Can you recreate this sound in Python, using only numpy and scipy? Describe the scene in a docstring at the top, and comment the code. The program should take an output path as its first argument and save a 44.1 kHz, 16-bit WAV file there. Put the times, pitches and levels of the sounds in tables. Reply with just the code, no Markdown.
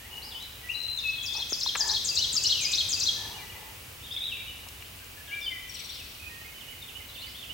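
"""A warbler at a wood's edge repeats one quick, swooping phrase, growing louder and then holding steady.
Other songbirds whistle and trill; every song is gliding near-pure tones with a scattered echo from the trunks.
Soft rattles, like a turkey's purr, are uneven pulses through throat resonances; close taps are damped noise bursts.
Beneath lie shaped noise (rumble swelling once with the breeze, steady hiss), a faint hum and a thin whine."""
import sys
import numpy as np
from scipy import signal
from scipy.fft import rfft, irfft, next_fast_len
from scipy.io import wavfile
from scipy.ndimage import uniform_filter1d

SR = 44100
rng = np.random.default_rng(int(sys.argv[2]) if len(sys.argv) > 2 else 0)


def file_out(sig):
    """Save sig as 16-bit WAV at sys.argv[1]."""
    # one column per channel
    cols = np.atleast_2d(sig).T
    # limit, then scale
    lim = np.clip(cols, -1, 1)
    pcm = np.round(lim * 32767).astype(np.int16)
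    wavfile.write(sys.argv[1], SR, pcm)


N = 332073
TIME = np.arange(N) / SR


def undb(db):
    """Decibels to amplitude gain."""
    return 10 ** (np.asarray(db) / 20)


def unit(x):
    """Scale to rms 1."""
    return x / np.sqrt(np.mean(x ** 2) + 1e-18)


def add(out, start_s, x):
    """Mix x into out from start_s on."""
    i = min(max(int(start_s * SR), 0), N)
    out[i:i + len(x)] += x[:N - i]


def walk(rate_hz, size=N):
    """Smoothed random steps, rate_hz new values a second, spread near 1."""
    step = max(int(SR / rate_hz), 1)
    held = np.repeat(rng.standard_normal(size // step + 2), step)
    return 1.2 * uniform_filter1d(held, step)[:size]


def resonate(x, hz, width_hz):
    """A resonance applied twice, for steep skirts; width_hz is that of one pass."""
    b, a = signal.iirpeak(min(hz, .45 * SR), hz / min(width_hz, SR / 4), fs=SR)
    once = signal.lfilter(b, a, x)
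    return signal.lfilter(b, a, once)


def colour(x, points):
    """Filter by a (frequency [Hz], gain [dB]) outline, interpolated on log frequency."""
    hz, db = np.transpose(points)
    size = next_fast_len(N)
    bins_hz = np.maximum(np.fft.rfftfreq(size, 1 / SR), 1)
    gain = undb(np.interp(np.log(bins_hz), np.log(hz), db))
    return irfft(rfft(x, size) * gain, size)[:N]


def place(x, pan_db):
    """Spread over two channels; pan_db is left minus right."""
    return x * undb(np.array([[pan_db], [-pan_db]]) / 2)


def swoop(t, first_hz, middle_hz, last_hz):
    """Pitch of a slurred note: one parabolic arc through three pitches."""
    arc = np.polyfit([0, .5, 1], [first_hz, middle_hz, last_hz], 2)
    return np.polyval(arc, t / t[-1])


def settle(t, first_hz, held_hz):
    """Pitch of a held note: an exponential slide in, then steady."""
    settle_s = 0.0097
    return held_hz + (first_hz - held_hz) * np.exp(-t / settle_s)


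def whistle(notes, glide, starts=((0, 0),), attack=.2, release=.2, waver=0.0057, flutter_db=2.0,
            quaver_hz=60, quaver=0, octave_db=-40):
    """A syrinx: a near-pure gliding tone with random pitch waver and level flutter."""
    # attack, release: shares of the note; waver, quaver: shares of the pitch
    out = np.zeros(N)
    for start_s, start_db in starts:
        for note_s, length_s, *hz, db in notes:
            t = np.arange(max(int(length_s * SR), 256)) / SR
            drift = waver * walk(300, len(t))
            shake = quaver * np.sin(2 * np.pi * quaver_hz * t)
            pitch_hz = glide(t, *hz) * (1 + drift + shake)
            phase = 2 * np.pi * np.cumsum(pitch_hz) / SR
            through = t / t[-1]
            swell = np.clip(np.minimum(through / attack, (1 - through) / release), 0, 1)
            loud = swell * undb(start_db + db + flutter_db * walk(156.5, len(t)))
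            tone = np.sin(phase) + undb(octave_db) * np.sin(2 * phase)
            add(out, start_s + note_s, np.sqrt(2) * loud * tone)
    return out


def wood(x, pan_db, near_db, far_db, t60=2.8, near_s=0.044, echo_pan_db=2.0, likeness=0.49, direct_db=0):
    """Direct sound, quick scatter from nearby branches, and a long echo from the trunks."""
    t = np.arange(int(1.6 * SR)) / SR
    # sparse reflections, a few strong and many weak; likeness is the energy share common to both channels
    hits = rng.standard_normal((3, len(t))) * (rng.random((3, len(t))) < .04)
    hits = np.sqrt(likeness) * hits[0] + np.sqrt(1 - likeness) * hits[1:]
    near = place(unit(hits * np.exp(-t / near_s)), pan_db)
    build_up = 1 - np.exp(-t / 0.015)
    far = place(unit(hits * undb(-60 * t / t60) * build_up), echo_pan_db)
    response = (undb(near_db) * near + undb(far_db) * far) / np.sqrt(len(t))
    echo = signal.fftconvolve(x[None], response, axes=1)[:, :N]
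    return undb(direct_db) * place(x, pan_db) + echo


def slurring_bird():
    """Slurred whistles deep in the wood: arched glides, strongly echoed."""
    # (time [s], length [s], first [Hz], middle [Hz], last [Hz], level [dB])
    slurs = [(0, 0.08, 1767, 1910, 2180, -58.5), (.105, .09, 2750, 2880, 2900, -52),
             (.215, 0.098, 3600, 5212, 3990, -52), (.303, 0.089, 4000, 3090, 3220, -49.5),
             (.385, 0.063, 3200, 3887, 3970, -48.5), (2.435, 0.074, 2740, 2990, 2720, -42.5),
             (2.52, 0.096, 3090, 2834, 2532, -42), (2.595, 0.062, 2650, 2390, 2120, -44.5),
             (2.655, .075, 2250, 2567, 2393, -45.5), (3.555, 0.058, 2950, 3590, 3350, -62),
             (4.008, 0.071, 2450, 3690, 3010, -53), (4.105, .05, 3150, 3680, 3500, -46),
             (4.108, 0.028, 4120, 4950, 5040, -56), (4.135, .11, 3110, 2180, 2950, -57.5),
             (4.164, 0.014, 3460, 3455, 3700, -35), (4.203, .095, 3580, 3826, 3500, -42),
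             (4.278, 0.057, 3650, 3170, 2530, -43), (4.335, 0.1, 2850, 2345, 2710, -51),
             (4.46, 0.055, 2750, 2924, 2950, -49.5), (4.79, 0.077, 4200, 2800, 3880, -60),
             (5.27, 0.086, 3900, 2810, 4000, -53), (5.403, 0.06, 5780, 4990, 4510, -53),
             (5.74, 0.097, 3590, 2580, 2013, -55), (5.89, 0.071, 3350, 4270, 5500, -50),
             (5.955, 0.068, 3900, 3050, 2430, -54), (6.805, 0.05, 3950, 3610, 3290, -55),
             (7.08, 0.079, 4500, 3550, 5100, -55), (7.178, 0.052, 3480, 3820, 4700, -51),
             (7.262, 0.039, 4400, 4980, 5300, -55), (7.335, 0.083, 2700, 3664, 3120, -51.5)]
    song = whistle(slurs, swoop, attack=0.083, release=0.067, waver=0.018, flutter_db=3.5)
    return wood(song, pan_db=2.0, near_db=-2.5, far_db=2.5, t60=1.05, near_s=0.014,
                echo_pan_db=0.5, likeness=0.49, direct_db=2.5)


def rattles(rate_hz=130, jitter=.3, rasp=0.13):
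    """Uneven pulses and a little rasp ring a throat, as in a turkey's purr."""
    # (time [s], length [s], level [dB], upper resonance relative to that [dB])
    rattle_table = [(0, 0.5, -58, -19), (1.329, 0.096, -50.5, -15), (1.781, 0.089, -48, 4.5),
                    (1.838, 0.12, -45, -1), (3.13, 0.37, -53.5, -4.5), (3.493, 0.27, -57, -12)]
    # throat resonances: (centre [Hz], half-width [Hz], level [dB])
    throat = [(390, 110, 3.5), (800, 135, 10.5), (896, 120, 9.5)]
    effort, bright = np.zeros(N), np.zeros(N)
    for start_s, length_s, db, upper_db in rattle_table:
        swell = undb(db) * signal.windows.tukey(int(length_s * SR), .5)
        add(effort, start_s, swell)
        add(bright, start_s, swell * undb(upper_db))
    cycles = np.cumsum(rate_hz * (1 + jitter * walk(90))) / SR
    pulses = np.diff(np.floor(cycles), prepend=0) + rasp * rng.standard_normal(N)
    body = np.zeros(N)
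    for hz, half_width_hz, db in throat:
        body += undb(db) * unit(resonate(pulses, hz, 2 * half_width_hz))
    upper = unit(resonate(pulses, hz=1740, width_hz=115))
    voice = effort * unit(body) + bright * upper
    return wood(voice, pan_db=3.5, near_db=-3.5, far_db=-18, near_s=0.023, likeness=0.55, direct_db=-0.5)


def stereo_noise(outline):
    """Coloured mid noise at rms 1 plus side noise, weakest in bass and top."""
    # (frequency [Hz], side minus mid [dB])
    side_outline = [(60, -36), (150, -17), (300, -2), (3000, -0.5), (6000, -5), (12000, -13.5)]
    mid = unit(colour(rng.standard_normal(N), outline))
    side = unit(colour(rng.standard_normal(N), outline))
    return mid + colour(side, side_outline) * np.array([[1], [-1]])


def breeze(calm_db=-60.5, rise_db=-49, peak_s=2.69, spread_s=1.11):
    """Low outdoor rumble: shaped noise whose level swells once on top of the calm."""
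    # (frequency [Hz], relative density [dB per Hz])
    gust_outline = [(30, -39), (90, 6), (200, -9), (450, -8), (700, -14), (1500, -14), (4000, -18),
                    (15000, -18)]
    swell = np.exp(-((TIME - peak_s) / spread_s) ** 2)
    return (undb(calm_db) + undb(rise_db) * swell) * stereo_noise(gust_outline)


def air(bed_db=-45.5):
    """Steady rumble and hiss: noise under a fixed outline."""
    # (frequency [Hz], relative density [dB per Hz])
    air_outline = [(15, -32.5), (25, -7.5), (69, 4.5), (129, -5), (193, -10), (274, -9.5), (331, -13.5),
                   (469, -13), (684, -15), (1710, -15), (2920, -8.5), (3340, -14), (6920, -18.5),
                   (14300, -17.5), (15500, -13.5)]
    return undb(bed_db) * stereo_noise(air_outline)


def hum():
    """Faint low hum: narrow-band noise with a slowly wandering level."""
    level = undb(-65.5 + 0.83 * walk(1.1))
    return level * unit(resonate(rng.standard_normal(N), hz=99.3, width_hz=29))


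def whine(level_db=-68):
    """Thin high whine: very narrow-band noise."""
    return undb(level_db) * unit(resonate(rng.standard_normal(N), hz=15735, width_hz=10))


def taps():
    """Each tap is a sharp push and a short crumble into one damped resonance."""
    # (time [s], peak level [dB], resonance [Hz], width [Hz], crumble's fall by 30 dB [s])
    tap_table = [(.17, -35.5, 5500, 4980, 0.01126), (.426, -29.5, 4995, 7060, .012),
                 (1.5228, -30, 366.7, 316, 0.0027), (1.5235, -29.5, 910, 1790, 0.019),
                 (1.662, -29.5, 995, 260, 0.0035), (1.7529, -17, 1654, 1453, 0.0032),
                 (1.7539, -26.5, 1220, 507, 0.052), (1.757, -13.5, 1510, 1902, 0.011),
                 (2.339, -40.5, 208, 170, 0.022), (2.352, -42.5, 1290, 120, .03),
                 (4.666, -40, 900, 700, 0.021), (4.687, -27.5, 5400, 7800, 0.02),
                 (4.824, -33, 2400, 1200, .015), (5.044, -36, 4500, 6000, .012)]
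    out = np.zeros(N)
    t = np.arange(SR // 12) / SR
    for start_s, db, hz, width_hz, ring_s in tap_table:
        push = rng.standard_normal(len(t)) * np.exp(-np.log(1000) * t / (2 * ring_s))
        push[0] += 9
        tap = resonate(push, hz, width_hz)
        add(out, start_s, undb(db) * tap / np.abs(tap).max())
    return place(out, 4.3)


def fluty_bird():
    """Fluty whistles from the left: each slides into a held pitch."""
    # (time [s], length [s], first [Hz], held [Hz], level [dB])
    fluty = [(.625, 0.061, 1910, 1957, -46), (.684, 0.041, 1977, 2904, -33.5),
             (1.03, 0.084, 2803, 2576, -32.5), (1.1, 0.13, 2568, 2558, -44.5),
             (1.335, 0.05, 2505, 2560, -43.5), (2.105, 0.034, 2950, 2565, -42.5),
             (2.177, 0.039, 2535, 3030, -39), (2.376, 0.038, 2990, 2570, -44),
             (2.955, .037, 2890, 2567, -43.5), (3.14, 0.13, 1790, 1736, -54),
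             (3.337, .038, 2876, 2880, -48), (3.375, 0.039, 2520, 2330, -48.5),
             (3.406, 0.051, 2097, 1960, -49), (3.492, 0.02, 2930, 2870, -49),
             (3.517, .025, 2430, 2380, -50), (3.544, 0.031, 2075, 1967, -49.5),
             (5.012, 0.031, 1700, 1560, -56), (5.168, 0.041, 1770, 1697, -50),
             (5.26, 0.13, 1690, 1650, -54.5), (5.308, 0.084, 1980, 2354, -35),
             (5.408, 0.054, 3770, 3500, -40.5), (5.458, 0.031, 3290, 2994, -32.5),
             (5.5, 0.035, 2270, 2040, -41), (5.545, 0.052, 2005, 1974, -43.5)]
    song = whistle(fluty, settle, attack=.3, release=0.16, waver=0.0048, flutter_db=1.0)
    return wood(song, pan_db=5.5, near_db=-2.5, far_db=-5.0, t60=1.8, likeness=0.55)


def warbler(soft_top_db=-10, full_s=2.07, leaves_db=-11):
    """Swooping strokes, highest ones held back until the song opens up; leaves dull the top."""
    # strokes: (time into phrase [s], length [s], first [Hz], middle [Hz], last [Hz], level [dB])
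    phrase = [(.007, .025, 9050, 6875, 6390, -9.5), (.036, .014, 7390, 6150, 5430, -6.5),
              (.048, 0.0195, 5366, 4805, 4630, -3), (.117, .018, 8590, 5900, 3680, -7),
              (.135, .028, 3580, 4900, 6250, -5), (.175, 0.0236, 3300, 4075, 4270, -5.5),
              (.196, .021, 4210, 3440, 3190, -5)]
    # (time [s], level [dB])
    repeats = [(0.675, -51), (.947, -40.5), (1.213, -31), (1.481, -26), (1.757, -23.5), (2.034, -23),
               (2.3158, -22), (2.597, -22), (2.879, -22.5)]
    song = whistle(phrase, swoop, repeats, attack=0.05, release=0.06, waver=0.012,
                   flutter_db=2.0, octave_db=-24)
    song = colour(song, [(7000, 0), (9000, leaves_db)])
    soft = colour(song, [(4500, 0), (6000, 0), (7500, soft_top_db), (9000, 2 * soft_top_db)])
    effort = np.clip(TIME / full_s, 0, 1) ** 4
    song = soft + effort * (song - soft)
    return wood(song, pan_db=5.0, near_db=0, far_db=-1, t60=0.92, near_s=0.0064,
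                echo_pan_db=1.5, likeness=0.47, direct_db=-5)


def quavering_bird():
    """High held whistles with a fast sinusoidal pitch quaver."""
    # (time [s], length [s], first [Hz], held [Hz], level [dB])
    quavers = [(.732, 0.21, 3900, 4020, -43.5), (.974, 0.0324, 4080, 3556, -38),
               (1.18, 0.0545, 3400, 3294, -41.5), (1.275, 0.066, 3290, 3513, -41)]
    song = whistle(quavers, settle, attack=0.061, release=0.073, waver=0.0032,
                   quaver_hz=60, quaver=0.022, flutter_db=3.5)
    return wood(song, pan_db=8.5, near_db=-5, far_db=4, t60=2.1, likeness=0.25, direct_db=0.5)


def chip_starts(count=11, start_s=5.688, every_s=.0499, level_db=-28.5, fade_db_per_s=45, first_db=-8):
    """(time [s], level [dB]) of each trill chip: evenly spaced and fading after a soft first one."""
    t = np.arange(count) * every_s
    return list(zip(start_s + t, level_db - fade_db_per_s * t + first_db * (t == 0)))


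def trilling_bird():
    """Thin trill: fast chips, an upward flick above each, and a quick fall that starts within it and outlasts it."""
    # both: (time into chip [s], length [s], first [Hz], middle [Hz], last [Hz], level [dB])
    chip = [(0, 0.024, 6060, 5650, 5560, -9.5), (0, 0.024, 7160, 8180, 9100, -18.5)]
    chip_fall = [(.006, .034, 5404, 4030, 2800, -6.5)]
    trill = whistle(chip, swoop, chip_starts(), attack=0.33, release=0.36, waver=0.012)
    falls = whistle(chip_fall, swoop, chip_starts(), attack=0.39, release=0.31, waver=0.0218)
    trill = wood(trill, pan_db=7, near_db=-2.5, far_db=-11)
    falls = wood(falls, pan_db=6, near_db=-5, far_db=-8.0, near_s=0.087, likeness=0.35, direct_db=-9)
    return trill + falls


def lilting_bird():
    """Held opening notes, then a repeated figure from the right: a fall, an arch and a drop."""
    # (time [s], length [s], first [Hz], held [Hz], level [dB])
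    opening = [(6.195, 0.08, 2494, 2505, -44.5), (6.28, .165, 1850, 1865, -60),
               (6.445, 0.025, 2130, 2165, -52), (6.54, 0.057, 3025, 3006, -54)]
    # (time into figure [s], length [s], first [Hz], middle [Hz], last [Hz], level [dB])
    figure = [(.005, 0.036, 3875, 2895, 2560, -6.5), (.074, 0.045, 2668, 3000, 2835, -4),
              (.122, .028, 2350, 2100, 2000, -12)]
    # (time [s], level [dB])
    figure_repeats = [(6.335, -57), (6.598, -45), (6.872, -42.5), (7.144, -42), (7.416, -41.5)]
    song = whistle(opening, settle, attack=0.14, waver=0.0031, flutter_db=3)
    song += whistle(figure, swoop, figure_repeats, attack=0.22, release=0.35, waver=.009)
    return wood(song, pan_db=-13.0, near_db=-2, far_db=-1, echo_pan_db=-3, likeness=0.42, direct_db=0)


def scene():
    """Birds in the trees, small sounds close by, and the open air."""
    birds = slurring_bird() + fluty_bird() + warbler() + quavering_bird() + trilling_bird() + lilting_bird()
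    background = breeze() + air() + hum() + whine()
    return birds + rattles() + taps() + background


def record(dry):
    """Steep elliptic low-pass cuts the top."""
    sos = signal.ellip(10, .2, 70, 16000, fs=SR, output="sos")  # order, ripple dB, stopband dB, Hz
    return signal.sosfilt(sos, dry)


dry = scene()
out = record(dry)
file_out(out)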